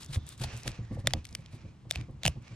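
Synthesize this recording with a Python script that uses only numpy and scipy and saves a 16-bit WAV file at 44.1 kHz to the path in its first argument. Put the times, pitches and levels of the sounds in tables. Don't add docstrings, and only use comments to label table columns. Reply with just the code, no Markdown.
import sys
import numpy as np
from scipy import signal
from scipy.fft import rfft, irfft, next_fast_len
from scipy.io import wavfile
from scipy.ndimage import uniform_filter1d, map_coordinates

SR = 44100
rng = np.random.default_rng(int(sys.argv[2]) if len(sys.argv) > 2 else 0)


def int16_out(signal):
    q = np.round(np.clip(np.atleast_2d(signal).T, -1, 1) * 32767)
    wavfile.write(sys.argv[1], SR, q.astype(np.int16))


def makeup_ratio(level_db):
    decades = np.asarray(level_db, float) / 20
    return 10 ** decades


N = 112454


def unit(x):
    return x / np.sqrt(np.mean(x ** 2) + 1e-20)


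def along(points, hz):
    point_hz, value = np.transpose(points)
    return np.interp(np.log(hz + 1), np.log(point_hz + 1), value)


def wobble(rate_hz):
    knots = rng.standard_normal(int(N * rate_hz / SR) + 4)
    return map_coordinates(knots, [np.arange(N) * rate_hz / SR])


def filtered(x, response):
    n = x.shape[-1]
    padded = next_fast_len(n + 4096)
    hz = np.fft.rfftfreq(padded, 1 / SR)
    return irfft(rfft(x, padded) * response(hz), padded)[..., :n]


def body(modes):
    def response(f):
        total = 0
        for k, (centre, width, db) in enumerate(modes):
            resonance = 1j * f * width / (centre * centre - f * f + 1j * f * width)
            total = total + (-1) ** k * makeup_ratio(db) * resonance
        return total
    return response


def add(track, start_s, sound):
    part = track[..., round(start_s * SR):][..., :sound.shape[-1]]
    part += sound[..., :part.shape[-1]]


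def push(start_s, length_s, db, rise, release_s):
    t = np.arange(N) / SR - start_s
    build_up = np.clip(t / (length_s * np.clip(rise, .02, 1)), 0, 1) ** 1.2
    return makeup_ratio(db) * build_up * np.exp(-np.maximum(t - length_s, 0) / release_s)


def knock(db, hz, t60):
    t = np.arange(SR // 10) / SR
    attack = 1 - np.exp(-t / 0.00098)
    return makeup_ratio(db - 60 * t / t60) * attack * np.sin(2 * np.pi * hz * t)


# frequency_hz, correlation
LIKENESS = [(60, 1), (240, 0.89), (950, 0.47), (3770, 0.83), (15000, 0.06)]


def rush(spectrum, spiky_db):
    pair = rng.standard_normal((2, N)) * makeup_ratio(spiky_db * rng.exponential(size=N))

    def response(hz):
        turn = np.arccos(np.clip(along(LIKENESS, hz), -1, 1)) / 2
        return makeup_ratio(along(spectrum, hz)) * np.array([np.cos(turn), np.sin(turn)])

    mid, side = filtered(pair, response)
    return unit(np.array([mid + side, mid - side]))


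# frequency_hz, level_db
RUMBLE_SPECTRUM = [(12, -46.5), (20, -21.5), (81, -2), (123, -2.5), (215, -15.5), (320, -18.5), (393, -28),
                   (900, -37.5), (1170, -31), (1980, -120)]
# frequency_hz, level_db
GARDEN_SPECTRUM = [(180, -32), (300, -16), (600, -20.5), (2500, -25.5), (8000, -35.5), (14000, -53)]
WIND_DB, GARDEN_DB = -52.5, -68.5
RATTLE_DB = -6


def air(booms):
    shake = uniform_filter1d(np.abs(booms), size=900)
    rumble_gain = makeup_ratio(WIND_DB + 1.4 * wobble(18)) + makeup_ratio(RATTLE_DB) * shake
    rumble = rumble_gain * rush(RUMBLE_SPECTRUM, spiky_db=0.0)
    deeper = [(hz / 2.4, db) for hz, db in RUMBLE_SPECTRUM]
    legs = makeup_ratio(RATTLE_DB - 3) * shake * rush(deeper, spiky_db=2)
    garden = makeup_ratio(GARDEN_DB + 0.26 * wobble(28)) * rush(GARDEN_SPECTRUM, spiky_db=-1.5)
    return rumble + legs + garden


# start_s, length_s, pitch_hz, level_db
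BIRD_CHIRPS = [
    (0.82, .03, 7000, -69),
    (2.53, .025, 7500, -67.5),
]


def bird():
    t = np.arange(N) / SR
    out = np.zeros(N)
    for start_s, length_s, hz, db in BIRD_CHIRPS:
        since = t - start_s
        tone = np.sin(2 * np.pi * hz * since * (1 - 0.33 * since))
        out += push(start_s, length_s, db, .3, .004) * tone * makeup_ratio(3 * wobble(180))
    return out


# start_s, peak_db, boom_hz, free_ring_s, scuff_db
TABLE_SHOVES = [(0.091, -38.5, 136, 0.17, -13), (0.184, -42, 77.5, 0.072, -27),
                (0.4045, -32.5, 121, 0.028, -4.5), (0.441, -34, 80.6, 0.043, -7.5),
                (0.534, -38.5, 117.3, 0.043, -8), (0.656, -33.5, 124.6, 0.065, -3),
                (0.788, -33.5, 114.3, 0.055, -7), (0.908, -32, 104, 0.027, -1),
                (0.954, -35.5, 135, 0.017, -25), (0.981, -33.5, 99.5, 0.018, -5.5),
                (1.041, -32, 107.4, 0.049, -8), (1.071, -35, 128, 0.057, -8),
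                (1.135, -29.5, 80.4, 0.06, -2), (1.313, -44.5, 102, 0.032, -9),
                (1.383, -45.5, 124, 0.04, -3), (1.532, -45, 114, 0.029, -2.5),
                (1.641, -41, 113.5, 0.034, -4), (1.85, -49, 115, 0.079, 2), (1.959, -34.5, 74, 0.027, -28),
                (1.986, -32, 119.3, 0.048, -26), (2.084, -39, 131.3, 0.076, 0.5),
                (2.25, -28, 147.6, 0.024, -9.5), (2.277, -29.5, 80, 0.018, -37),
                (2.356, -38.5, 121.5, 0.057, -4.5), (2.509, -45.5, 116.5, 0.064, -4)]
# start_s, peak_db, pitch_hz, t60_s
TABLE_BUMPS = [
    (.1595, -38, 1050, .012),
    (.79, -46, 480, .03),
    (.91, -30, 250, .035),
    (.9185, -35, 290, .05),
    (.9695, -35, 740, .014),
    (.9735, -36, 520, .05),
]
# frequency_hz, width_hz, level_db
PANEL_MODES = [(161.5, 33, 0), (228.7, 27.5, 2.5), (314, 16.7, -2), (370, 20, -6.5), (531, 43, -6.5),
               (800, 170, -18)]
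SAG, SAG_S, SHOVE_ATTACK_S = 0.85, 0.0031, 0.0027
SCUFF_T60, BOOM_T60, DAMP_T60 = 0.095, 0.49, 0.13


def table():
    out, t = np.zeros(N), np.arange(SR // 2) / SR
    for start_s, db, hz, free_s, scuff_db in TABLE_SHOVES:
        turns = hz * (t + SAG * SAG_S * (1 - np.exp(-t / SAG_S)))
        rise = 1 - np.exp(-t / SHOVE_ATTACK_S)
        decay = makeup_ratio(-60 * t / BOOM_T60 - 60 * np.maximum(t - free_s, 0) / DAMP_T60)
        boom = np.sin(2 * np.pi * turns) * rise * decay
        rub = rng.standard_normal(len(t)) * rise * makeup_ratio(-60 * t / SCUFF_T60)
        scuff = filtered(rub, body(PANEL_MODES))
        boom = boom / np.abs(boom).max()
        scuff = makeup_ratio(scuff_db) * scuff / np.abs(scuff).max()
        add(out, start_s, makeup_ratio(db) * (boom + scuff))
    for start_s, db, hz, t60 in TABLE_BUMPS:
        add(out, start_s, knock(db, hz, t60))
    return out


# centre_s, peak_db, pitch_hz, half_length_s
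TABLE_JOLT = (.1765, -20.5, 88, .0048)


def jolt():
    centre_s, db, hz, half_s = TABLE_JOLT
    t = np.arange(N) / SR - centre_s
    return -makeup_ratio(db) * np.sin(2 * np.pi * hz * t) * np.exp(-.5 * (t / half_s) ** 2)


# start_s, length_s, level_db, build_up_share
SKIN_STROKES = [(0, 0.048, -52.5, 0), (0.067, 0.067, -57, 0.56), (0.123, 0.037, -46.5, 0.35),
                (0.256, 0.081, -54, 0.25), (0.366, 0.078, -43.5, 1), (0.504, 0.11, -55.5, 0.5),
                (0.638, 0.055, -50, 0.5), (0.917, 0.032, -61.5, 0.5), (0.98, 0.021, -59, 0.85),
                (1.1, 0.028, -61, 0.7), (1.163, 0.026, -71, 0.3), (1.235, 0.18, -68, 0.03),
                (1.504, 0.058, -63, 0.24), (1.892, 0.065, -60.5, 0.08), (2.228, 0.066, -54.5, 0.3)]
# start_s, length_s, level_db, slit_hz
FLESH_SLIDES = [(0, 0.35, -64, 3520), (0.401, 0.17, -50.5, 2590), (0.615, 0.14, -53.5, 2500),
                (0.8, 0.21, -63, 1900), (1.039, 0.14, -58.5, 2580), (1.234, 0.3, -67.5, 2400),
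                (1.491, 0.2, -67.5, 2410), (1.922, 0.076, -57.5, 2290), (2.204, .12, -58.5, 2700),
                (2.403, 0.18, -62, 2400)]
# frequency_hz, density_db (per Hz)
SKIN_SPECTRUM = [(710, -11), (1200, -7), (2400, -8), (3880, -3.5), (6000, -10.5), (8800, -6.5),
                 (12400, -18.5), (15400, -17), (16500, -37)]
# frequency_hz, density_db (per Hz)
FLESH_SPECTRUM = [(240, -35.5), (400, -0.5), (753, -2), (1880, -5), (2520, -9), (4240, -8), (5940, -9),
                  (11500, -30.5), (15000, -71.5), (22000, -120)]


def blade():
    strokes = sum(push(*row, release_s=0.01) for row in SKIN_STROKES)
    rasp = strokes * makeup_ratio(2.6 * wobble(150)) * rush(SKIN_SPECTRUM, spiky_db=1) * makeup_ratio([[.8], [-.8]])
    flutter = makeup_ratio(1.2 * wobble(24.96) + 0.86 * wobble(120))
    flesh = rush(FLESH_SPECTRUM, spiky_db=2.5) * flutter * makeup_ratio([[-1.5], [1.5]])
    slides = np.zeros((2, N))
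    for start_s, length_s, db, slit_hz in FLESH_SLIDES:
        slit = body([(slit_hz, 300, 9)])
        sung = unit(filtered(flesh, lambda f: 1 + slit(f)))
        slides += push(start_s, length_s, db + 2.0, 0.23, release_s=0.035) * sung
    return rasp + slides


def even(x, burst):
    y = x
    for _ in range(12):
        spectrum = rfft(y)
        y = irfft(spectrum / (np.abs(spectrum) + 1e-9), len(x)) * burst
    return y * np.linalg.norm(x) / np.linalg.norm(y)


STRAIN_S = .008


def crack(db, colour, hold_s, t60, apart, blow):
    t = np.arange(SR // 20) / SR - STRAIN_S
    splinters = makeup_ratio(-60 * np.maximum(t - hold_s, 0) / t60)
    tail = makeup_ratio(-30.5 - 60 * t / 0.06)
    shape = np.where(t < 0, makeup_ratio(-38 + 3100 * t), splinters + tail)
    common, differing = rng.standard_normal((2, len(t))) * shape
    common[round(STRAIN_S * SR)] = blow
    burst = (t >= 0) & (t < hold_s + t60 / 8)
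    common = np.where(burst, even(common * burst, burst), common)
    pair = np.array([common + apart * differing, common - apart * differing])
    pair = filtered(pair, lambda f: colour(f) * 1j * f / (1500 + 1j * f))
    return pair / np.abs(pair.mean(0)).max() * makeup_ratio(db)


# start_s, peak_db, knock_hz, knock_db, splintering_s
RIB_BREAKS = [
    (1.0718, -7, 590, -9.5, 0.0011),
    (1.1357, -9, 737, -8, 0.00072),
    (1.3504, -21, 594, -20.5, 0.0016),
    (1.91, -12.5, 652, -14, 0.00048),
    (1.9571, -23, 683, -8, .0015),
    (2.2339, -22.5, 700, -11.5, 0.0012),
    (2.2529, -10.5, 740, -5, 0.0023),
    (2.2622, -12.5, 700, -12, 0.0011),
    (2.2784, -10.5, 650, -6.5, 0.00049),
]
# frequency_hz, level_db
RIB_RINGS = [
    [(2010, -1), (3480, -2), (5230, -14), (6840, -11), (9020, -12)],
    [(2120, -7), (3420, -0.5), (4640, -3.5), (6300, -11.5), (9230, -13.5)],
    [(2280, 0), (3110, 4), (4600, 1.5), (5280, 1), (8840, -2.5)],
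    [(2270, -0.5), (3610, 4.5), (5700, -1.5), (7390, -4.5), (8310, -9)],
    [(2550, 9), (4200, -8), (6090, -30)],
    [(2200, -1), (3560, 3), (6000, -8)],
    [(1760, 2), (2800, 6.5), (3560, -1.5), (6600, -6.5), (8600, -13)],
    [(2750, 6), (4500, -6), (6400, -7), (8600, -9)],
    [(2880, 1), (5720, -2), (7310, -9), (8700, -5)],
]
# start_s, peak_db, strongest_ring_hz, knock_db, brightness_db
BONE_SNAPS = [
    (0.1584, -36.5, 1980, 4.5, -14),
    (0.4234, -41.5, 3530, 1, 16),
    (0.4375, -27, 4220, -1, 11),
    (0.4421, -32.5, 4470, 6.5, 22),
    (0.6769, -23.5, 1600, -3.5, 4),
    (1.1063, -34.5, 1790, -12, -12),
    (1.2519, -32.5, 2240, -29, 15),
    (2.0105, -39, 2230, -10, -26),
    (2.2728, -24, 2670, -8, 13),
]
# start_s, peak_db, pitch_hz
EDGE_TICKS = [(0.032, -35, 5000), (0.046, -35.5, 7100), (.0614, -38, 6000), (0.0942, -53, 3720),
              (0.1152, -47, 7000), (.1326, -52, 4400), (0.1524, -32, 8550), (.232, -55, 11000),
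              (0.2667, -35, 7500), (0.2904, -28, 8800), (0.378, -44, 7000), (.393, -48, 4230),
              (0.397, -46, 8500), (0.4492, -40, 4500), (.5666, -36, 6100), (0.575, -33.5, 7600),
              (0.633, -34.5, 5700), (0.717, -36, 4500), (1.001, -48, 5000), (1.0612, -41, 3000),
              (1.1, -42, 4600), (1.2449, -42.5, 4000), (1.2684, -42, 4500), (1.29, -41, 4930),
              (1.3095, -48.5, 6960), (1.3274, -38, 5000), (1.407, -55, 6000), (1.411, -59, 3020),
              (1.4607, -38.5, 3150), (1.9051, -33.5, 3650), (1.9228, -34.5, 4540), (1.9348, -45, 2400),
              (1.948, -43, 2300), (1.953, -34.5, 2750), (1.969, -43, 2600), (1.9747, -37, 2370),
              (1.985, -45.5, 2270), (2.0045, -50, 2200), (2.111, -54.5, 8500), (2.2433, -34, 3340),
              (2.247, -29, 3000), (2.25, -30, 3120), (2.2675, -31, 2470), (2.424, -53, 7300)]
# frequency_hz, width_hz, level_db
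BONE_MODES = [(2117, 3740, -6.5), (3610, 1330, -0.5), (4600, 1660, -7.5), (7250, 910, -9.5),
              (8620, 390, -9.5), (12200, 3900, -38)]
SPLINTER_S, SPLINTER_T60, TICK_T60 = 0.0029, 0.0067, 0.0082
RING_WIDTH_HZ, KNOCK_LAG_S, KNOCK_T60 = 520, .001, .013


def ribs(out):
    for (start_s, db, knock_hz, knock_db, hold_s), rings in zip(RIB_BREAKS, RIB_RINGS):
        modes = [(hz, RING_WIDTH_HZ, ring_db) for hz, ring_db in rings] + [(10680, 1600, -27)]
        colour = lambda f: sum(body([mode])(f) for mode in modes)
        add(out, start_s - STRAIN_S, crack(db, colour, hold_s, SPLINTER_T60, apart=0.27, blow=6))
        add(out, start_s + KNOCK_LAG_S, knock(db + knock_db, knock_hz, KNOCK_T60))


def snaps(out):
    for start_s, db, hz, knock_db, bright_db in BONE_SNAPS:
        strongest = body([(hz, hz / 5, 3.5)])
        shelf = lambda f: (4500 + 1j * f * makeup_ratio(bright_db)) / (4500 + 1j * f)
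        colour = lambda f: body(BONE_MODES)(f) * (1 + strongest(f)) * shelf(f)
        add(out, start_s - STRAIN_S, crack(db, colour, SPLINTER_S, SPLINTER_T60, apart=0.75, blow=4.9))
        add(out, start_s, knock(db + knock_db, np.clip(hz / 3.9, 520, 760), KNOCK_T60))


def ticks(out):
    for start_s, db, hz in EDGE_TICKS:
        colour = body([(hz, .28 * hz, 0), (1.92 * hz, 4000, -12)])
        add(out, start_s - STRAIN_S, crack(db, colour, 0.00093, TICK_T60, apart=.3, blow=6.2))


def bones():
    out = np.zeros((2, N))
    ribs(out)
    snaps(out)
    ticks(out)
    left_excess = [(500, -3.5), (1200, 9.5), (2500, -1.8), (8000, 3.0)]  # (Hz, dB)
    return filtered(out, lambda hz: makeup_ratio(np.array([[.5], [-.5]]) * along(left_excess, hz)))


def scene():
    booms = table() + jolt()
    return air(booms) + bird() + booms * makeup_ratio([[-.35], [.35]]) + blade() + bones()


def roll_off(x):
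    return signal.sosfilt(signal.butter(12, 16830, fs=SR, output="sos"), x)


# frequency_hz, lead_rad
PORT_LEAD = [(100, 0.025), (1000, 0.1), (4000, 1.09), (8000, 1.57), (14000, 4.1)]
TOP_HZ = 14300


def record(dry):
    def port(hz):
        lead = np.exp(.5j * along(PORT_LEAD, hz) * np.array([[1], [-1]]))
        return lead / (1 + (hz / TOP_HZ) ** 12)

    return roll_off(filtered(dry, port))


dry = scene()
out = record(dry)
int16_out(out)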